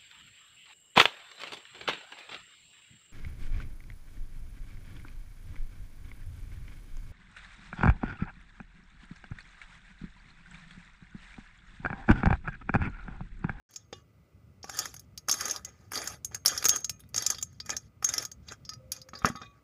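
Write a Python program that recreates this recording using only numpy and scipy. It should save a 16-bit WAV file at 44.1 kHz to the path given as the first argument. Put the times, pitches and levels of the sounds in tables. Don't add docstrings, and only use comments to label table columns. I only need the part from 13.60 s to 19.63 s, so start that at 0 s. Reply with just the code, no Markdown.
import sys
import numpy as np
from scipy import signal
from scipy.fft import rfft, irfft, next_fast_len
from scipy.io import wavfile
from scipy.ndimage import uniform_filter1d

SR = 44100
rng = np.random.default_rng(int(sys.argv[2]) if len(sys.argv) > 2 else 0)


def store_pcm(level_fs):
    pcm = np.round(np.clip(level_fs, -1, 1) * 32767).astype(np.int16)
    wavfile.write(sys.argv[1], SR, np.atleast_2d(pcm).T)


N = 265923

# (pitch [Hz], level [dB], undamped t60 [s])
TONG_MODES = [(860, -16, .12), (1270, -8, .35), (1780, -11, .25), (2015, -12, .2), (2465, -15, .5),
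              (2870, -19, .3), (3280, -14, .35), (3570, -16, .2), (3725, -16, .35), (4040, -18, .3),
              (4330, -18, .2), (4760, -5, .2), (5000, -10, .25), (5420, -6, .15), (5750, -8, .2),
              (6455, -5, .6), (6580, -1, .15), (6920, -7, .08), (7240, -6, .08), (7520, -12, .06),
              (8710, -24, .06), (9300, -23, .06), (9690, -23, .06), (10200, -19, .06), (10760, -19, .06),
              (11180, -16, .08), (11650, -19, .08), (12600, -23, .05)]
# (frequency [Hz], level [dB])
CRACK_EQ = [(150, -61.5), (250, -6.5), (841, -16.5), (1030, -48), (1270, -6), (2930, -22.5), (3300, -7),
            (4280, -20), (4670, -5.5), (6160, -5.5), (6600, -2.5), (8130, -13), (11300, -7.5), (13400, -16),
            (15700, -50)]
# (time [s], level [dB], lows [dB], highs [dB], crunch pitch [Hz], ring pitch [Hz],
# ring [dB], blade ring [dB], leg ring [dB]); lows, highs and rings are relative to the level
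KNOCK_HITS = [(0.1074, -53, -14, -14, 5990, 5750, -36, -38, -36),
              (0.1368, -44.5, -22, -20, 6150, 5860, -34, -33, -46),
              (0.1591, -25, -35, -35, 6630, 7240, -52, -30, -36),
              (0.3269, -31.5, -17, -43, 3080, 2870, -15, -52, -47),
              (1.0283, -33, -36, -46, 5250, 5250, -34, -40, -35),
              (1.042, -34, -11, -28.5, 5540, 3570, -38, -52, -44),
              (1.0942, -27.5, -10.5, -23.5, 5800, 7300, -11, -41, -23),
              (1.1447, -40, -25, -20, 6880, 6880, -34, -42, -42),
              (1.17, -30, -17, -18, 6900, 6740, -34, -42, -42),
              (1.188, -10, -30.5, -24.5, 6300, 4760, -43, -52, -27),
              (1.2544, -25, -11, -24, 6900, 3280, -52, -51.5, -41),
              (1.34, -36.5, -13, -12, 5700, 5550, -36, -44, -40),
              (1.3632, -35, -23, -23, 5830, 3263, -52, -48.5, -47),
              (1.3935, -35, -37, -19, 6300, 7300, -50, -52, -47.5),
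              (1.575, -27, -35, -22.5, 5400, 7160, -47, -36.5, -32),
              (1.6842, -16.5, -16.5, -21, 6610, 6610, -37, -41, -45),
              (1.6933, -12.5, -21.5, -24, 4840, 4700, -25, -31, -42),
              (1.7122, -8.5, -44, -24, 6360, 6490, -44, -38, -35),
              (1.724, -14.5, -30, -34, 6540, 6610, -34, -38, -37),
              (1.739, -21, -18.5, -21, 6430, 2465, -37, -52, -30),
              (1.8071, -20.5, -27, -19.5, 6070, 5420, -21, -36, -18.5),
              (1.8538, -17, -34, -26, 6450, 6740, -34, -36, -40),
              (1.8804, -25, -14, -19, 6430, 6430, -34, -36, -42),
              (1.8962, -21, -34, -36, 6000, 5910, -34, -38, -42),
              (1.909, -14, -39, -28.5, 6260, 5750, -52, -53, -46),
              (1.9597, -23, -33, -25.5, 5000, 3760, -35, -53, -44),
              (2.0468, -26, -34, -25.5, 6560, 2015, -23, -26, -29),
              (2.0863, -46, -17, -25, 6520, 1790, -50.5, -51, -42),
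              (2.3174, -33.5, -3.5, -8, 5400, 5440, -36, -40.5, -37),
              (2.3332, -24.5, -15, -26, 6850, 6890, -34, -42, -42),
              (2.3544, -20, -20.5, -21.5, 4720, 4720, -34, -38, -42),
              (2.3736, -17.5, -36, -29, 4720, 3280, -40, -23, -31),
              (2.4158, -25, -17, -32, 7140, 7140, -34, -37, -42),
              (2.4396, -36.5, -8, -12, 5300, 2465, -26, -51, -14),
              (2.473, -19, -23, -23.5, 6740, 5420, -30, -34, -19),
              (2.6455, -20, -37, -19, 6950, 5420, -43, -31.5, -48.5),
              (2.718, -50.5, -2, -27, 6640, 6600, -31, -28, -38),
              (2.7447, -20, -21.5, -23, 7100, 5420, -45, -34, -46),
              (2.8497, -31, -6, -9, 3660, 3590, -36, -28, -35),
              (2.8583, -2.5, -30, -20.5, 5540, 5380, -41, -28, -48),
              (2.8682, -17, -27, -28, 6740, 6780, -30, -30, -32),
              (2.8782, -10, -41, -21, 6740, 7240, -50, -30, -49),
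              (2.9758, -13, -32, -28.5, 5350, 4760, -28, -52, -44),
              (3.0241, -25.5, -11, -22, 3640, 3600, -34, -53, -42),
              (3.0413, -19, -14, -19, 6800, 6640, -36, -43, -42),
              (3.0526, -7.5, -22, -22, 6700, 6760, -34, -38, -24),
              (3.0597, -12, -20, -45, 6500, 6440, -29, -38, -45),
              (3.0845, -16, -24, -13, 6500, 6590, -34, -36, -37),
              (3.0914, -4, -37.5, -24, 6640, 6900, -38, -40, -45),
              (3.0994, -17.5, -39, -33.5, 6800, 4760, -51, -9.5, -47),
              (3.159, -17, -21, -22.5, 7200, 3220, -55, -54, -44),
              (3.2024, -40, -24, -17, 6590, 2015, -31, -7.5, -44),
              (3.2433, -14.5, -35, -35, 6560, 4760, -46, -43, -33.5),
              (3.2938, -15, -27.5, -25, 6820, 2550, -31.5, -40, -33),
              (3.394, -50.5, -13, -15, 6420, 6380, -27, -36, -41),
              (3.402, -48, -20, -6.5, 3820, 5750, -42, -52, -43),
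              (3.4347, -56, -7, -25.5, 3660, 2465, -19, -56.5, -45),
              (3.4888, -59.5, -35, -3, 5780, 7240, -22.5, -50.5, -19),
              (3.5429, -18, -22, -31, 5300, 5160, -36, -37, -39),
              (3.5607, -16, -28.5, -23.5, 7400, 7070, -36, -39.5, -44),
              (3.5777, -11.5, -32, -32, 6600, 5420, -52, -52, -31),
              (3.6211, -20.5, -20.5, -23, 6050, 3725, -21.5, -30, -44),
              (3.6626, -8.5, -34, -26, 7000, 5750, -41, -35, -34),
              (3.7004, -13, -24.5, -22, 6640, 1780, -32, -30, -34),
              (3.7448, -27, -21, -35, 4550, 4700, -52, -33, -44),
              (3.7827, -29, -25, -27, 3400, 3590, -31, -44, -28.5),
              (3.8115, -34, -24, -24, 6800, 6980, -31, -30.5, -22),
              (3.8251, -16.5, -33.5, -26.5, 6960, 4730, -50, -35, -46),
              (3.8684, -58, -24, -30, 6660, 1740, -17, -31, -16.5),
              (3.9269, -54, -14.5, -22, 6800, 4730, -53, -31.5, -33),
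              (3.9997, -24.5, -23, -40, 4480, 2465, -37, -48, -30),
              (4.059, -37.5, -24, -19.5, 5700, 7240, -11, -46, -14),
              (4.0924, -22.5, -10.5, -28, 6550, 6460, -36, -38, -36),
              (4.1012, -15.5, -25, -37, 6860, 4100, -46, -51, -17.5),
              (4.165, -16.5, -30, -32, 6230, 4670, -53, -53, -44.5),
              (4.4249, -36, -7, -18, 5430, 5430, -30, -38, -42),
              (4.4434, -11, -27, -25, 6560, 7240, -41, -18, -46),
              (4.4881, -13, -25.5, -30.5, 7070, 3725, -29, -54, -39),
              (4.519, -37, -25, -24, 5400, 5400, -34, -42.5, -42),
              (4.5368, -13, -30, -27.5, 5670, 2015, -26, -51, -25),
              (4.5789, -11.5, -31.5, -28, 5630, 3280, -56, -53, -24),
              (4.6244, -30.5, -13, -17.5, 5530, 5400, -34, -39, -42),
              (4.6498, -19, -29, -30, 6460, 4760, -52, -50, -32),
              (4.7145, -30, -28.5, -30.5, 6960, 4530, -59, -52, -41),
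              (4.8842, -30.5, -27, -35.5, 3730, 3280, -24.5, -52, -22),
              (4.9195, -30, -13.5, -34, 7200, 5420, -53, -53.5, -45),
              (5.0492, -37, -31, -37.5, 5080, 5120, -14, -38, -33),
              (5.0905, -24.5, -34, -33, 4770, 5000, -23, -52, -17),
              (5.1333, -34, -22.5, -30.5, 5120, 5000, -55, -40.5, -44),
              (5.318, -16.5, -38, -18, 5970, 2465, -30, -40, -42),
              (5.3627, -37, -21, -26, 5750, 4760, -20, -54, -28),
              (5.4148, -33.5, -41.5, -30.5, 4900, 7240, -45, -52, -31),
              (5.4862, -40, -10.5, -27, 5610, 4760, -26, -55, -27),
              (5.5342, -44, -8, -38, 3900, 3900, -36, -40, -42),
              (5.551, -29.5, -25, -51, 4820, 4760, -13.5, -51, -44),
              (5.587, -39.5, -21, -25, 5600, 3725, -15, -38.5, -44),
              (5.6219, -48, -2, -21, 3260, 4760, -36.5, -42, -36),
              (5.6543, -15.5, -19, -26, 5700, 4760, -41, -38, -44),
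              (5.6857, -29.5, -18, -20.5, 7350, 7240, -52, -52.5, -44),
              (5.756, -34.5, -19, -38, 4670, 3650, -19, -52.5, -5.5),
              (5.8155, -39, -20, -42, 3670, 2340, -5, -50.5, -44)]
# (start [s], dig [s], drag [s], lift [s], level once dug in [dB],
# level before lifting [dB], lows against mids [dB], highs against mids [dB])
ASH_STROKES = [(.09, 0.068, 0.044, 0.053, -61.5, -64, -6.5, -23),
               (0.323, 0.014, 0.031, 0.059, -64, -63, 0, -17),
               (1.04, 0.16, 0.18, 0.071, -37.5, -65, -1.5, -12.5),
               (1.674, .025, 0.11, 0.037, -41, -43.5, -4.5, -9),
               (1.779, 0.027, .16, .08, -38, -46.5, 4, -10),
               (2.044, 0.013, 0.051, 0.087, -57.5, -67.5, 6.5, -26),
               (2.189, 0.029, 0.055, 0.029, -70, -75.5, 4.5, -14.5),
               (2.71, .01, .04, 0.034, -60.5, -55.5, 7.5, -22),
               (5.315, 0.004, 0.076, .04, -46.5, -58, -5.5, -24),
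               (2.308, 0.039, .19, 0.063, -39.5, -48, 2, -8),
               (2.85, 0.024, 0.16, 0.031, -34, -46.5, -1.5, -14),
               (3.019, 0.035, 0.1, .11, -52, -37, 1, -15),
               (3.535, .04, 0.084, 0.017, -38.5, -44.5, -3.5, -14),
               (3.63, 0.064, 0.028, .14, -40, -37.5, -5, -18.5),
               (3.841, .02, 0.085, 0.06, -71, -70, -4, -19), (4.05, 0.06, 0.0153, .09, -47, -45.5, 6, -15),
               (4.17, .01, 0.083, 0.024, -64.5, -68, -3.5, -14.5),
               (4.42, 0.054, 0.16, 0.071, -45.5, -41.5, -1, -14),
               (4.828, 0.037, 0.019, 0.034, -70.5, -52, -2.5, -26),
               (4.889, 0.031, 0.014, .03, -48.5, -51.5, 5, -17.5),
               (5.535, 0.022, 0.074, 0.024, -61.5, -74, 11.5, -14),
               (5.635, 0.02, 0.086, 0.039, -37, -65, 11.5, -16),
               (5.8, 0.035, 0.061, .1, -58.5, -83, 10.5, -26)]
# (time [s], level [dB], favoured pitch [Hz], t60 factor, floor boom trim [dB])
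CLAY_HITS = [(0.328, -23.5, 500, 0.73, -42), (1.043, -24, 740, 0.44, -28), (1.092, -31, 900, 1.3, -21),
             (1.684, -22, 1370, 1.9, -40), (4.425, -27, 1304, 1.4, -23), (5.534, -26, 1280, 1.3, -4),
             (5.619, -30, 1202, 1.3, -6), (5.647, -0.5, 1280, 0.57, -2.5), (5.663, -42, 1090, 0.87, -11),
             (5.701, -17, 1140, 0.74, 6), (5.754, -25, 1170, 1.85, 0), (5.816, -26, 1270, 1.52, -3)]
# (pitch [Hz], level [dB], base t60 [s])
WALL_MODES = [(365, -13, 0.33), (493, 1.5, 0.039), (801, 2.5, 0.046), (1140, -7, 0.33), (1269, 9, 0.027),
              (1810, -1, 0.039)]
# (pitch [Hz], level [dB], t60 [s])
FLOOR_MODES = [(150, -9, .1), (195, -4, .09), (238, 0, .08), (300, -11, .06)]
# (frequency [Hz], level [dB])
AIR_EQ = [(12, -45.5), (20, -34.5), (61, 1.5), (113, 2), (260, -13.5), (494, -20.5), (601, -21.5),
          (710, -27.5), (1050, -33), (1240, -23.5), (1830, -41), (2050, -31), (3680, -44), (5000, -42.5),
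          (15700, -56.5)]
# (time [s], rumble [dB], hiss [dB])
AIR_LEVELS = [(.09, -68.5, -72), (.3, -52, -66.5), (1, -51.5, -65.5), (2, -50.5, -64.5), (3, -46.5, -63.5),
              (4, -48, -68), (5.002, -49.5, -64), (6.03, -52.5, -65.5)]
# (start [s], length [s], pitch [Hz], level [dB])
HORN_TONES = [(5.12, 0.63, 520, -62), (5.179, 0.23, 609, -69)]
# (frequency [Hz], gain [dB])
MASTER_EQ = [(25, -29), (58, -7.5), (13600, -1.5), (14600, 12), (15350, 7), (15650, -16.5)]

BURIED_DB_PER_S, LIFTED_DB_PER_S = 256, 99.5
DEEP_DB = -50
BLADE_HZ, LEG_HZ = 6455, 1270
RISE_S, CRUNCH_T60_S, FOCUS_DB = .0024, .023, -14.5
SIFT_DB, SIFT_T60_S = -28.5, .12
TOUCH_DB, LEAVE_DB = -63.5, -78


def gain_of(db):
    return 10 ** (np.asarray(db) / 20)


def evened(x):
    return x / np.sqrt(np.mean(x ** 2) + 1e-20)


def add(mix, start, sound):
    part = mix[round(start * SR):][:len(sound)]
    part += sound[:len(part)]


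def colour(x, curve):
    size = next_fast_len(len(x))
    hz, db = np.transpose(curve)
    bin_db = np.interp(np.log(np.fft.rfftfreq(size, 1 / SR) + 1), np.log(hz + 1), db)
    return irfft(rfft(x, size) * gain_of(bin_db), size)[:len(x)]


def bands(x):
    lows = colour(x, [(1800, 0), (2600, -6), (4200, -50)])
    highs = colour(x, [(7000, -50), (7900, -6), (8600, 0)])
    return evened(lows), evened(x - lows - highs), evened(highs)


def wobble(size, depth_db, span):
    drift = uniform_filter1d(uniform_filter1d(rng.standard_normal(size), span), span)
    return gain_of(depth_db * evened(drift))


def ring(modes, seconds, trim_db, loss_db_per_s=0):
    hz, db, t60 = np.transpose(modes)[:, :, None]
    t = np.arange(round(seconds * SR)) / SR
    decay = gain_of(db + trim_db - (60 / t60 + loss_db_per_s) * t)
    return (decay * np.sin(2 * np.pi * hz * t)).sum(0)


def favour(modes, hz, db_per_octave):
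    return -db_per_octave * abs(np.log2(np.array(modes)[:, :1] / hz)).clip(0, 1.2)


def outdoor_air():
    times, rumble_db, hiss_db = np.transpose(AIR_LEVELS)
    t = np.arange(N) / SR
    noise = colour(rng.standard_normal(N), AIR_EQ)
    lows = colour(noise, [(260, 0), (340, -60)])
    rumble = evened(lows * wobble(N, 3, span=1500)) * gain_of(np.interp(t, times, rumble_db))
    hiss = evened(noise - lows) * gain_of(np.interp(t, times, hiss_db))
    whine = gain_of(-81.5) * np.sin(2 * np.pi * 1999 * t)
    fade_in = np.clip((t - times[0]) / .0063, 0, 1)
    return (rumble + hiss + whine) * fade_in


def ash_stroke(dig, drag, lift, dug_db, dragged_db, low_db, high_db):
    times = np.cumsum([0, dig, drag, lift])
    t = np.arange(0, times[-1], 1 / SR)
    level_db = np.interp(t, times, [min(TOUCH_DB, dug_db), dug_db, dragged_db, LEAVE_DB])
    sizes = gain_of(3 * np.minimum(rng.exponential(1, len(t)), 3.5))
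    grains = sizes * rng.standard_normal(len(t)) * (rng.random(len(t)) < .45)
    grains *= wobble(len(t), .47, span=130)
    scatter_db = 3 * rng.standard_normal((len(TONG_MODES), 1))
    steel = signal.fftconvolve(grains, ring(TONG_MODES, .1, scatter_db, loss_db_per_s=1400))[:len(t)]
    scrape = evened(colour(grains, CRACK_EQ)) + gain_of(-3) * evened(steel)
    lows, mids, highs = bands(coal_lumps(scrape, depth_db=4))
    grit = gain_of(level_db) * (mids + gain_of(low_db) * lows + gain_of(high_db) * highs)
    return grit * signal.windows.tukey(len(t), 200 / len(t))


def coal_lumps(x, depth_db):
    spectra = signal.stft(x, nperseg=256)[2]
    patches = uniform_filter1d(rng.standard_normal(spectra.shape), size=4, axis=0)
    patches = uniform_filter1d(patches, size=7, axis=1)
    return signal.istft(spectra * gain_of(depth_db * evened(patches)), nperseg=256)[1][:len(x)]


def stove_reverb(x, t60=.065):
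    t = np.arange(round(.2 * SR)) / SR
    echoes = rng.choice([-1., 1.], len(t)) * (rng.random(len(t)) < .06)
    tail = echoes * gain_of(-60 * t / t60) * (t > .0015)
    return signal.fftconvolve(x, tail / np.linalg.norm(tail))[:N]


def coal_crunch(t, low_db, high_db, crunch_hz, scatter_db, buried):
    noise = rng.standard_normal(len(t)) * wobble(len(t), 1.2, span=25)
    attack = np.minimum(t / RISE_S, 1) ** 2
    envelope = gain_of(-60 * t / CRUNCH_T60_S) * attack
    trim_db = scatter_db + favour(TONG_MODES, crunch_hz, 30)
    choked = ring(TONG_MODES, .08, trim_db, loss_db_per_s=920)
    steel = signal.fftconvolve(noise * envelope ** 2, choked)[:len(t)]
    splinters = colour(noise, [(500, -21), (1100, -5)])
    focus = [(crunch_hz / 1.5, FOCUS_DB), (crunch_hz, 0), (crunch_hz * 1.5, FOCUS_DB)]
    crack = colour(colour(splinters, CRACK_EQ), focus)
    sift = gain_of(SIFT_DB - 60 * t / SIFT_T60_S) * attack * evened(crack)
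    sift /= np.sqrt(np.mean(envelope ** 2))
    blend = evened(crack * envelope) + gain_of(-2 if buried else 3) * evened(steel) + sift
    lows, mids, highs = bands(blend)
    lows, highs = (band / np.sqrt(np.mean(band[:500] ** 2)) for band in (lows, highs))
    fade_out = np.clip(2 - t / .15, 0, 1)
    return (mids / abs(mids).max() + gain_of(high_db) * highs + gain_of(low_db) * lows) * fade_out


def tong_knock(db, low_db, high_db, crunch_hz, ring_hz, ring_db, blade_db, leg_db, scatter_db, buried):
    t = np.arange(round(.4 * SR)) / SR
    crunch = coal_crunch(t, low_db, high_db, crunch_hz, scatter_db, buried)
    mode_db = np.max([ring_db + favour(TONG_MODES, ring_hz, 70),
                      ring_db - 3 + favour(TONG_MODES, crunch_hz, 70),
                      blade_db + favour(TONG_MODES, BLADE_HZ, 200),
                      leg_db + favour(TONG_MODES, LEG_HZ, 22)], axis=0)
    flat_modes = np.array(TONG_MODES) * [1, 0, 1]
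    damping = BURIED_DB_PER_S if buried else LIFTED_DB_PER_S
    ringing = ring(flat_modes, .4, mode_db + .5 * scatter_db, damping) * np.minimum(t / .0034, 1)
    ringing *= wobble(len(t), 4, span=350)
    return gain_of(db) * (crunch + ringing)


def clay_thud(db, hz, t60_factor, boom_db, scatter_db):
    modes = np.array(WALL_MODES) * [1, 1, t60_factor]
    wall = ring(modes, .25, scatter_db + favour(WALL_MODES, hz, 15))
    floor = ring(FLOOR_MODES, .25, boom_db)
    thud = signal.fftconvolve(signal.windows.hann(12), wall + floor)
    return gain_of(db) * thud / abs(thud).max()


def far_horn(length, hz, db):
    t = np.arange(0, length, 1 / SR)
    tone = np.sqrt(2) * np.sin(2 * np.pi * hz * t) * wobble(len(t), 4, span=700)
    return gain_of(db) * tone * signal.windows.tukey(len(t), .3)


def scene():
    near, far = np.zeros(N), outdoor_air()
    knock_scatter_db = 3 * rng.standard_normal((len(KNOCK_HITS), len(TONG_MODES), 1))
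    for (time, *hit), scatter_db in zip(KNOCK_HITS, knock_scatter_db):
        buried = any(0 <= time - start < dig + drag and dug_db > DEEP_DB
                     for start, dig, drag, _, dug_db, *_ in ASH_STROKES)
        add(near, time, tong_knock(*hit, scatter_db, buried))
    thud_scatter_db = 2 * rng.standard_normal((len(CLAY_HITS), len(WALL_MODES), 1))
    for (time, *hit), scatter_db in zip(CLAY_HITS, thud_scatter_db):
        add(near, time, clay_thud(*hit, scatter_db))
    for start, *stroke in ASH_STROKES:
        add(near, start, ash_stroke(*stroke))
    for start, *tone in HORN_TONES:
        add(far, start, far_horn(*tone))
    return (near + gain_of(-15) * stove_reverb(near) + far)[None]


def record(dry):
    coloured = colour(dry[0], MASTER_EQ)[None]
    low_pass = signal.firwin(511, cutoff=16700, window=("kaiser", 9), fs=SR)
    return signal.oaconvolve(coloured, low_pass[None], "same")


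dry = scene()
out = record(dry)
store_pcm(out)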